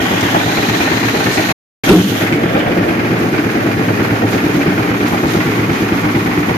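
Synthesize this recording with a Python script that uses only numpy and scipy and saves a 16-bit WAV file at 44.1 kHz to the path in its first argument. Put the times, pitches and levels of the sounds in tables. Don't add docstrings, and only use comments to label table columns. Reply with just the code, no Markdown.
import sys
import numpy as np
from scipy import signal
from scipy.fft import rfft, irfft
from scipy.io import wavfile
from scipy.ndimage import uniform_filter1d

SR = 44100
rng = np.random.default_rng(int(sys.argv[2]) if len(sys.argv) > 2 else 0)


def log_audio(samples):
    frames = np.atleast_2d(samples).T
    limited = np.clip(frames, -1, 1)
    pcm = np.round(limited * 32767).astype(np.int16)
    wavfile.write(sys.argv[1], SR, pcm)


N = 289737
TIME = np.arange(N) / SR
HZ = np.fft.rfftfreq(8192, 1 / SR)

# time_s, cycles_done
CRANK = [(-.118, -1), (1.487, 13), (1.873, 17), (2.321, 21), (2.659, 24), (3.992, 36), (4.436, 40),
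         (4.888, 44), (5.691, 51), (6.6, 59)]
# start_cycle_share, relative_db, rise_s, decay_s
EXHAUST_PUFFS = [(-.07, -1, .006, .025), (.19, -1, .006, .02), (.47, -6, .006, .02)]
# start_cycle_share, relative_db, rise_s, decay_s
BLOWDOWN = [(.06, 1.5, 0.0059, 0.017), (.36, -9.5, 0.0082, 0.0067)]
# start_cycle_share, relative_db, rise_s, decay_s
FRAME_SHAKES = [(.02, -3, 0.0038, 0.02), (.17, -1.5, 0.0055, 0.0064), (.47, -14.5, 0.0032, 0.011)]
# start_cycle_share, relative_db, rise_s, decay_s
BLOCK_KNOCKS = [(-.01, -1.5, .005, .025), (.2, -6, .0016, .0076), (.45, -1.5, .005, .026)]
# centre_hz, width_hz, lift_db
PIPE_MODES = [(67.2, 11, 0.5), (109.5, 19.7, 15.5), (175.4, 11, 5.5), (296.4, 60, 7)]
# centre_hz, width_hz, lift_db
IRON_MODES = [(1132, 17, 6.5), (1406, 90, 0), (2130, 280, 2), (2420, 65, 2)]
# freq_hz, relative_db
RUMBLE_COLOUR = [(20, -19), (42, -21.5), (62, -8), (80, -5), (98, -0.5), (130, 10.5), (220, -25.5),
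                 (1000, -81)]
# freq_hz, relative_db
EXHAUST_COLOUR = [(40, -38.5), (65, -25), (98, -14), (145, -4.5), (230, 0.5), (350, -3), (450, -4.5),
                  (560, -18.5), (900, -29.5), (2000, -89.5)]
# freq_hz, relative_db
FRAME_COLOUR = [(200, -35), (400, -1.5), (520, -3.5), (800, -2.5), (1050, -14.5), (1400, -8), (3000, -60)]
# freq_hz, relative_db
BLOCK_COLOUR = [(500, -40), (900, -5.5), (1150, -5), (1600, -1.5), (2350, -6), (2800, -10), (3600, -21),
                (5000, -20), (8000, -47.5)]
# delay_s, pitch_hz, relative_db, swell_s
BARKS = [(-.002, 325, 0, .008), (.015, 165, -1, .0065), (.024, 320, -6, .008), (.02, 296, -8, .028)]

# freq_hz, relative_db
GRAVEL_COLOUR = [(1500, -11), (2800, 2.5), (3700, 2), (5000, -4), (6800, -1.5), (7300, -11.5),
                 (10000, -23.5), (14500, -27.5)]
# freq_hz, relative_db
FIZZ_COLOUR = [(4000, -24), (6800, -12.5), (8500, -1.5), (11400, 2), (11800, 8), (14400, 1.5)]
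# time_s, pitch_hz, ring_over_hiss_db
STEEL = [(.35, 3180, -1), (.48, 4030, -3.5), (1.5, 4220, -5), (1.85, 3230, -1.5)]
# time_s, pan_db
GRIT_PAN = [(.74, 6.5), (.8, 6.5), (2.4, 18)]
# pitch_hz, relative_db, decay_s
WALL_MODES = [(628, 2, 0.0071), (810, 2.5, 0.0074), (1157, -9.5, 0.0058), (1483, 0, 0.0099),
              (1858, -3, 0.028), (2180, 4, 0.0018), (2430, 0.5, 0.0079), (3196, -6, 0.0049)]
# freq_hz, relative_db
CHURN_COLOUR = [(700, -27), (1600, 3), (2500, -9), (3500, -4), (4200, -31), (8000, -40)]
# freq_hz, relative_db
GROWL_COLOUR = [(110, -10), (290, 0), (430, -2), (560, 0), (740, -2), (1000, -20), (2000, -45)]
# centre_hz, width_hz, lift_db
DRUM_MODES = [(560, 70, 6)]

# start_s, level_db, rise_s, decay_s
DUMP = [(1.888, -1.5, .002, .035), (1.91, -10, .014, .04)]
# centre_hz, width_hz, lift_db
HOPPER_MODES = [(721, 52, 20.5), (1360, 110, 9)]
# freq_hz, relative_db
HOPPER_COLOUR = [(35, -46), (80, -6), (170, -4.5), (240, 1.5), (350, 4), (480, -3.5), (750, -25.5),
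                 (1300, -19), (3000, -65), (8000, -40)]
# start_s, pitch_hz, level_db, swell_s
BOOMS = [(1.889, 345, -7, .012), (1.897, 185, -5, .018), (1.917, 315, -2, .028), (1.947, 182, -4, .028),
         (2.036, 195, -8.5, .018)]
# start_s, level_db, pitch_hz
CLANKS = [(0.455, -27, 2050), (0.803, -21.5, 2440), (1.371, -21, 2260), (1.486, -32, 2580),
          (1.836, -26, 2130), (2.267, -24.5, 2060), (2.322, -22.5, 2220), (2.59, -29, 2980),
          (2.882, -27, 2360), (3.345, -27, 2360), (6.147, -31, 2330)]
# start_s, level_db, pitch_hz, pan_db
SCRAPES = [(1.31, -26, 5080, -7), (5.25, -31.5, 3960, -1)]
# start_s, level_db
STEPS = [(3.19, -41), (4.3, -38), (4.53, -42), (5.06, -36.5), (5.29, -34.5), (5.719, -40)]
# start_s, level_db, pitch_hz, pan_db
TICKS = [(0.207, -24, 4570, -14), (3.19, -40, 6000, 8), (4.3, -36, 10500, 9)]
# time_s, delay_ms, strength
REFLECTION = [(.7, 1.03, 0.35), (1.5, 1.03, 0.22), (2.6, 1.72, 0.098), (3.7, 1.8, 0.068), (4.45, 2.32, .18),
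              (4.8, 0.93, 0.28), (6.5, 0.91, 0.46)]

TURN_S, TURN_TAKES_S = 2.277, .03
EXHAUST_DB, RUMBLE_DB, BARK_DB = (-17.5, -16.4), (-29.5, -33), (-18.5, -12.4)
FRAME_DB, BLOCK_DB, STONES_DB = (-22, -22.5), (-23.5, -25), (-25, -31)
HISS_DB, GRIT_DB = (-29, -34.5), (-31.5, -41)
BLOCK_PAN_DB, HISS_PAN_DB = (4, -2), (-7.5, -1)

DEEP_HZ, DEEP_DB, THUMP_HZ, THUMP_DB, THUD_SWELL_S = 70, -28, 116, -25, .028
THUD_START_S, EXHAUST_STEEPNESS = -.009, 2.2
BARK_WAVER = .025
STEADY = .8
DEEP_LOSS_S, DEEP_LOSS_HALF_S, DEEP_LOSS_DB = 2.5, 1.7, 11
NEAR_S, NEAR_HALF_S = 3.7, 1.2
NEAR_DB, NEAR_THUMP_EXTRA_DB = .8, 4
LEFT_LEAD_MS = .36
SCREEN_S, SCREEN_HALF_S, SCREEN_DB = 2.068, .12, 8

STEEL_WIDTH_HZ = 850
SHADE_S, SHADE_HALF_S, SHADE_DB = 2.7, 1, 3
STONES_PER_S, STONE_SIZE_DB, STONE_LAG_S = 120, 2.2, .02
CHURN_S, CHURN_HALF_S, CHURN_DB = 2.56, .17, -29
GROWL_S, GROWL_HALF_S, GROWL_DB = 2.7, .3, -18.8

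HOPPER_STEEPNESS = 2.5
POUR_S, POUR_DECAY_S, POUR_HISS_DB, POUR_GRIT_DB = 1.83, .22, -27, -33
STRIKE_DB, STRIKE_HZ, STRIKE_DECAY_S = -13.5, 2450, .026
CLANK_WIDTH_HZ, CLANK_RISE_S, CLANK_DECAY_S = 110, .003, .037
RATTLE_HZ, RATTLE_DB = 2130, -5.5
SCRAPE_RISE_S, SCRAPE_DECAY_S = .031, .044
STEP_RISE_S, STEP_DECAY_S, STEP_CRUNCH_DB = .015, .12, 5.5
TICK_DECAY_S = .011

BREAK_START_S, BREAK_END_S = 1.522, 1.837
BREAK_FADE_S, BREAK_RETURN_S = .01, .003
EDGE_HZ = 14450


def exhaust():
    pulse = strokes(BLOWDOWN, between_db=-13, repeat=.4, vary_db=.7)
    gas = strokes(EXHAUST_PUFFS, between_db=-6, repeat=.3, vary_db=.5)
    pipe = lifts(PIPE_MODES)
    rumble = ring(spread(pulse, side_db=-29), spectrum(RUMBLE_COLOUR) + pipe)
    rumble = panned(steadied(rumble), db=-1) * amp(turned(RUMBLE_DB))
    boom = ring(spread(gas, side_db=-16), spectrum(EXHAUST_COLOUR) + pipe)
    boom = panned(steadied(boom), db=1) * amp(turned(EXHAUST_DB))
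    deep = every_firing(lambda age: thud(age, DEEP_HZ, DEEP_DB), vary_db=1)
    deep = deep * amp(-DEEP_LOSS_DB * passing(DEEP_LOSS_S, DEEP_LOSS_HALF_S))
    thump = every_firing(lambda age: thud(age, THUMP_HZ, THUMP_DB), vary_db=3.5) + rumble
    barks = every_firing(bark, vary_db=2.5) * amp(turned(BARK_DB))
    near = passing(NEAR_S, NEAR_HALF_S)
    return deep + (thump * amp(NEAR_THUMP_EXTRA_DB * near) + barks + boom) * amp(NEAR_DB * near)


def thud(age, hz, db):
    detune = 1 + .03 * rng.standard_normal()
    return amp(db) * tone(age - THUD_START_S, hz * detune, THUD_SWELL_S, EXHAUST_STEEPNESS)


def bark(age):
    out = 0
    for start_s, hz, db, swell_s in BARKS:
        detune = 1 + BARK_WAVER * rng.standard_normal()
        out = out + amp(db) * tone(age - start_s, hz * detune, swell_s, EXHAUST_STEEPNESS)
    return out


def frame():
    shake = strokes(FRAME_SHAKES, between_db=-5, repeat=.25, vary_db=3)
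    chatter = shake * impacts(per_s=510, decay_s=.019, size_db=2.5)
    panels = ring(spread(chatter, side_db=-8), spectrum(FRAME_COLOUR))
    return panned(panels, db=-1.4) * amp(turned(FRAME_DB))


def block():
    knocks = strokes(BLOCK_KNOCKS, between_db=-5, repeat=.4, vary_db=1)
    knocks = knocks * impacts(per_s=480, decay_s=.028, size_db=2)
    iron = ring(spread(knocks, side_db=0), spectrum(BLOCK_COLOUR) + lifts(IRON_MODES))
    return panned(iron, turned(BLOCK_PAN_DB)) * amp(turned(BLOCK_DB))


def drum():
    grains = impacts(per_s=1000, decay_s=.023, size_db=2.5)
    hiss = ring(grains * rng.standard_normal((2, N)), spectrum(GRAVEL_COLOUR))
    pitch_hz = curve(STEEL)
    steel = resonate(resonate(hiss, pitch_hz, STEEL_WIDTH_HZ), pitch_hz, STEEL_WIDTH_HZ)
    focus = amp(turned((curve(STEEL, axis=2), 0)) / 2)
    hiss = hiss / focus + turned((focus, 0)) * panned(steel, db=-19) * amp(-7)
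    hiss = panned(hiss, turned(HISS_PAN_DB)) * amp(turned(HISS_DB))
    grit = ring(grains * rng.standard_normal((2, N)), spectrum(FIZZ_COLOUR))
    grit = panned(grit, curve(GRIT_PAN)) * amp(turned(GRIT_DB))
    return (hiss + grit) * amp(-SHADE_DB * passing(SHADE_S, SHADE_HALF_S))


def stones():
    age, out = np.arange(SR // 20) / SR, np.zeros((2, N + 2 * SR))
    firings = firing_times()
    jolts = np.r_[firings, (firings[1:] + firings[:-1]) / 2]
    for jolt in rng.choice(jolts, round(STONES_PER_S * N / SR)):
        start = round((jolt + rng.exponential(STONE_LAG_S) + 1) * SR)
        size = amp(STONE_SIZE_DB * min(rng.exponential(), 2))
        for hz, db, decay_s in WALL_MODES:
            detuned_hz = hz * rng.uniform(.95, 1.05)
            mode = np.exp(-age / decay_s) * np.sin(2 * np.pi * detuned_hz * age)
            out[:, start:start + len(age)] += size * amp(db) * rng.uniform(-.94, 1, (2, 1)) * mode
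    return evened(out[:, SR:SR + N]) * amp(turned(STONES_DB))


def churn():
    rolling = impacts(per_s=160, decay_s=.02, size_db=2) * spread(rng.standard_normal((2, N)), side_db=-14)
    growl = from_left(ring(rolling, spectrum(GROWL_COLOUR) + lifts(DRUM_MODES)))
    clatter = gravel(CHURN_COLOUR) * amp(CHURN_DB) * passing(CHURN_S, CHURN_HALF_S)
    return clatter + growl * amp(GROWL_DB) * passing(GROWL_S, GROWL_HALF_S)


def hopper():
    force = sum(amp(db) * blow(TIME - s, rise_s, decay_s) for s, db, rise_s, decay_s in DUMP)
    patter = force * spread(rng.standard_normal((2, N)), side_db=-17)
    steel = ring(patter, spectrum(HOPPER_COLOUR) + lifts(HOPPER_MODES))
    boom = sum(amp(db) * tone(TIME - s, hz, swell_s, HOPPER_STEEPNESS) for s, hz, db, swell_s in BOOMS)
    return boom + steel * np.sqrt(np.mean(force ** 2))


def pour():
    hiss = amp(POUR_HISS_DB) * panned(gravel(GRAVEL_COLOUR), db=-2)
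    grit = amp(POUR_GRIT_DB) * panned(gravel(FIZZ_COLOUR), db=-4)
    slide = (hiss + grit) * blow(TIME - POUR_S, .0061, POUR_DECAY_S)
    strike = crunch(STRIKE_HZ) * blow(TIME - DUMP[0][0], .0051, STRIKE_DECAY_S)
    return slide + amp(STRIKE_DB) * strike


def clanks():
    rattle, out = amp(RATTLE_DB) * crunch(RATTLE_HZ), np.zeros((2, N))
    age = np.arange(SR // 5) / SR
    for start_s, db, hz in CLANKS:
        start = round(start_s * SR)
        span = slice(start, start + len(age))
        noise = rng.standard_normal((2, len(age)))
        steel = evened(resonate(noise, np.full(len(age), hz), CLANK_WIDTH_HZ))
        out[:, span] += amp(db) * blow(age, CLANK_RISE_S, CLANK_DECAY_S) * (steel + rattle[:, span])
    return out


def steps():
    power = sum((amp(db) * blow(TIME - s, STEP_RISE_S, STEP_DECAY_S)) ** 2 for s, db in STEPS)
    fizz = panned(gravel(FIZZ_COLOUR), db=27)
    return np.sqrt(power) * (fizz + amp(STEP_CRUNCH_DB) * gravel(GRAVEL_COLOUR))


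def scrapes():
    return grain_bursts(SCRAPES, SCRAPE_RISE_S, SCRAPE_DECAY_S)


def ticks():
    return grain_bursts(TICKS, .001, TICK_DECAY_S)


def grain_bursts(rows, rise_s, decay_s):
    out = 0
    for start_s, db, hz, pan_db in rows:
        out = out + amp(db) * blow(TIME - start_s, rise_s, decay_s) * panned(crunch(hz), pan_db)
    return out


def gravel(colour):
    return ring(impacts(per_s=900, decay_s=.011, size_db=4) * rng.standard_normal((2, N)), spectrum(colour))


def crunch(hz):
    grains = impacts(per_s=1700, decay_s=.0071, size_db=2.5) * rng.standard_normal((2, N))
    octaves = np.log2((HZ + 1) / hz)
    return ring(grains, -14 * np.log1p(octaves ** 2 * 1.3))


def impacts(per_s, decay_s, size_db):
    sizes = amp(size_db * np.minimum(rng.exponential(1, N), 4))
    hits = (rng.random(N) < per_s / SR) * sizes
    power = signal.lfilter([1], [1, -np.exp(-2 / (decay_s * SR))], hits ** 2)
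    return evened(np.sqrt(power))


def firing_times():
    time_s, cycles = np.transpose(CRANK)
    return np.interp(np.arange(cycles[0], cycles[-1]), cycles, time_s)


def firing_window():
    age = np.arange(-SR // 50, SR // 5) / SR
    return age, np.round((firing_times() + age[0] + 1) * SR).astype(int)


def every_firing(sound, vary_db):
    age, starts = firing_window()
    out = np.zeros(N + 2 * SR)
    for start in starts:
        out[start:start + len(age)] += amp(vary_db * rng.standard_normal()) * sound(age)
    return out[SR:SR + N]


def strokes(blows, between_db, repeat, vary_db):
    age, starts = firing_window()
    period_s = np.diff(firing_times()).mean()
    power = 0
    for share, db, rise_s, decay_s in blows:
        power = power + (amp(db) * blow(age - share * period_s, rise_s, decay_s)) ** 2
    shape = np.sqrt(power)
    paths = rfft(shape * rng.standard_normal((2, len(age))))
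    pattern = irfft(paths / abs(paths), len(age)) * np.linalg.norm(shape)
    repeat = np.clip(repeat, 0, 1)
    force = amp(between_db) * rng.standard_normal((2, N + 2 * SR))
    for start in starts:
        turbulent = shape * rng.standard_normal(pattern.shape)
        stroke = np.sqrt(repeat) * pattern + np.sqrt(1 - repeat) * turbulent
        force[:, start:start + len(age)] += amp(vary_db * rng.standard_normal()) * stroke
    return force[:, SR:SR + N]


def steadied(x):
    period = round(np.diff(firing_times()).mean() * SR)
    power = uniform_filter1d(x.mean(0) ** 2, size=period)
    return evened(x / (abs(power) + 1e-9) ** (STEADY / 2))


def blow(age, rise_s, decay_s):
    return np.clip(age / rise_s, 0, 1) * np.exp(-np.maximum(age - rise_s, 0) / decay_s)


def tone(age, hz, swell_s, steepness):
    u = np.maximum(age, 0) / swell_s
    return (u * np.exp(1 - u)) ** steepness * np.sin(2 * np.pi * hz * age)


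def ring(x, db):
    log_gain = np.log(amp(np.r_[db, db[-2:0:-1]]))
    response = np.exp(np.conj(signal.hilbert(log_gain)))
    taps = np.fft.ifft(response).real[:len(HZ)]
    return evened(signal.oaconvolve(x, taps[None], axes=1)[:, :N])


def resonate(x, hz, width_hz):
    turn = np.exp(2j * np.pi * np.cumsum(hz) / SR)
    r = np.exp(-np.pi * width_hz / SR)
    return 2 * (turn * signal.lfilter([1 - r], [1, -r], x / turn)).real


def lifts(modes):
    return sum(db / (1 + (2 * (HZ - hz) / width_hz) ** 2) for hz, width_hz, db in modes)


def spectrum(points):
    hz, db = np.transpose(points)
    return np.interp(np.log(HZ + 1), np.log(hz), db)


def reflected(x):
    dull = signal.sosfiltfilt(signal.butter(1, 1700, fs=SR, output="sos"), x)
    late = TIME - curve(REFLECTION) / 1000
    echo = np.array([np.interp(late, TIME, side) for side in dull])
    return x + curve(REFLECTION, axis=2) * echo


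def from_left(x):
    return np.array([x[0], np.interp(TIME - LEFT_LEAD_MS / 1000, TIME, x[1])])


def spread(x, side_db):
    side = amp(side_db) * x[1]
    return np.array([x[0] + side, x[0] - side])


def panned(x, db):
    return evened(x * amp(np.array([db, -db]).reshape(2, -1) / 2))


def turned(levels):
    before, after = levels
    return before + (after - before) * (1 + np.tanh((TIME - TURN_S) / TURN_TAKES_S)) / 2


def passing(centre_s, half_s):
    return np.exp(-((TIME - centre_s) / half_s) ** 2)


def curve(rows, axis=1):
    rows = np.array(rows)
    return np.interp(TIME, rows[:, 0], rows[:, axis])


def amp(db):
    return 10 ** (np.asarray(db) / 20)


def evened(x):
    return x / np.sqrt(np.mean(np.atleast_2d(x).mean(0) ** 2) + 1e-20)


def scene():
    screen = amp(-SCREEN_DB * passing(SCREEN_S, SCREEN_HALF_S))
    machine = exhaust() + screen * (reflected(from_left(frame() + block())) + stones())
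    return machine + drum() + churn() + hopper() + pour() + clanks() + steps() + scrapes() + ticks()


def record(dry):
    ceiling = .84
    limited = dry / (1 + (dry / ceiling) ** 6) ** (1 / 6)
    before = np.clip((BREAK_START_S - TIME) / BREAK_FADE_S + .5, 0, 1)
    after = np.clip((TIME - BREAK_END_S) / BREAK_RETURN_S + .5, 0, 1)
    lowpass = signal.firwin(511, EDGE_HZ, window=("kaiser", 9), fs=SR)
    return signal.oaconvolve(limited * (before + after), lowpass[None], "same")


dry = scene()
out = record(dry)
log_audio(out)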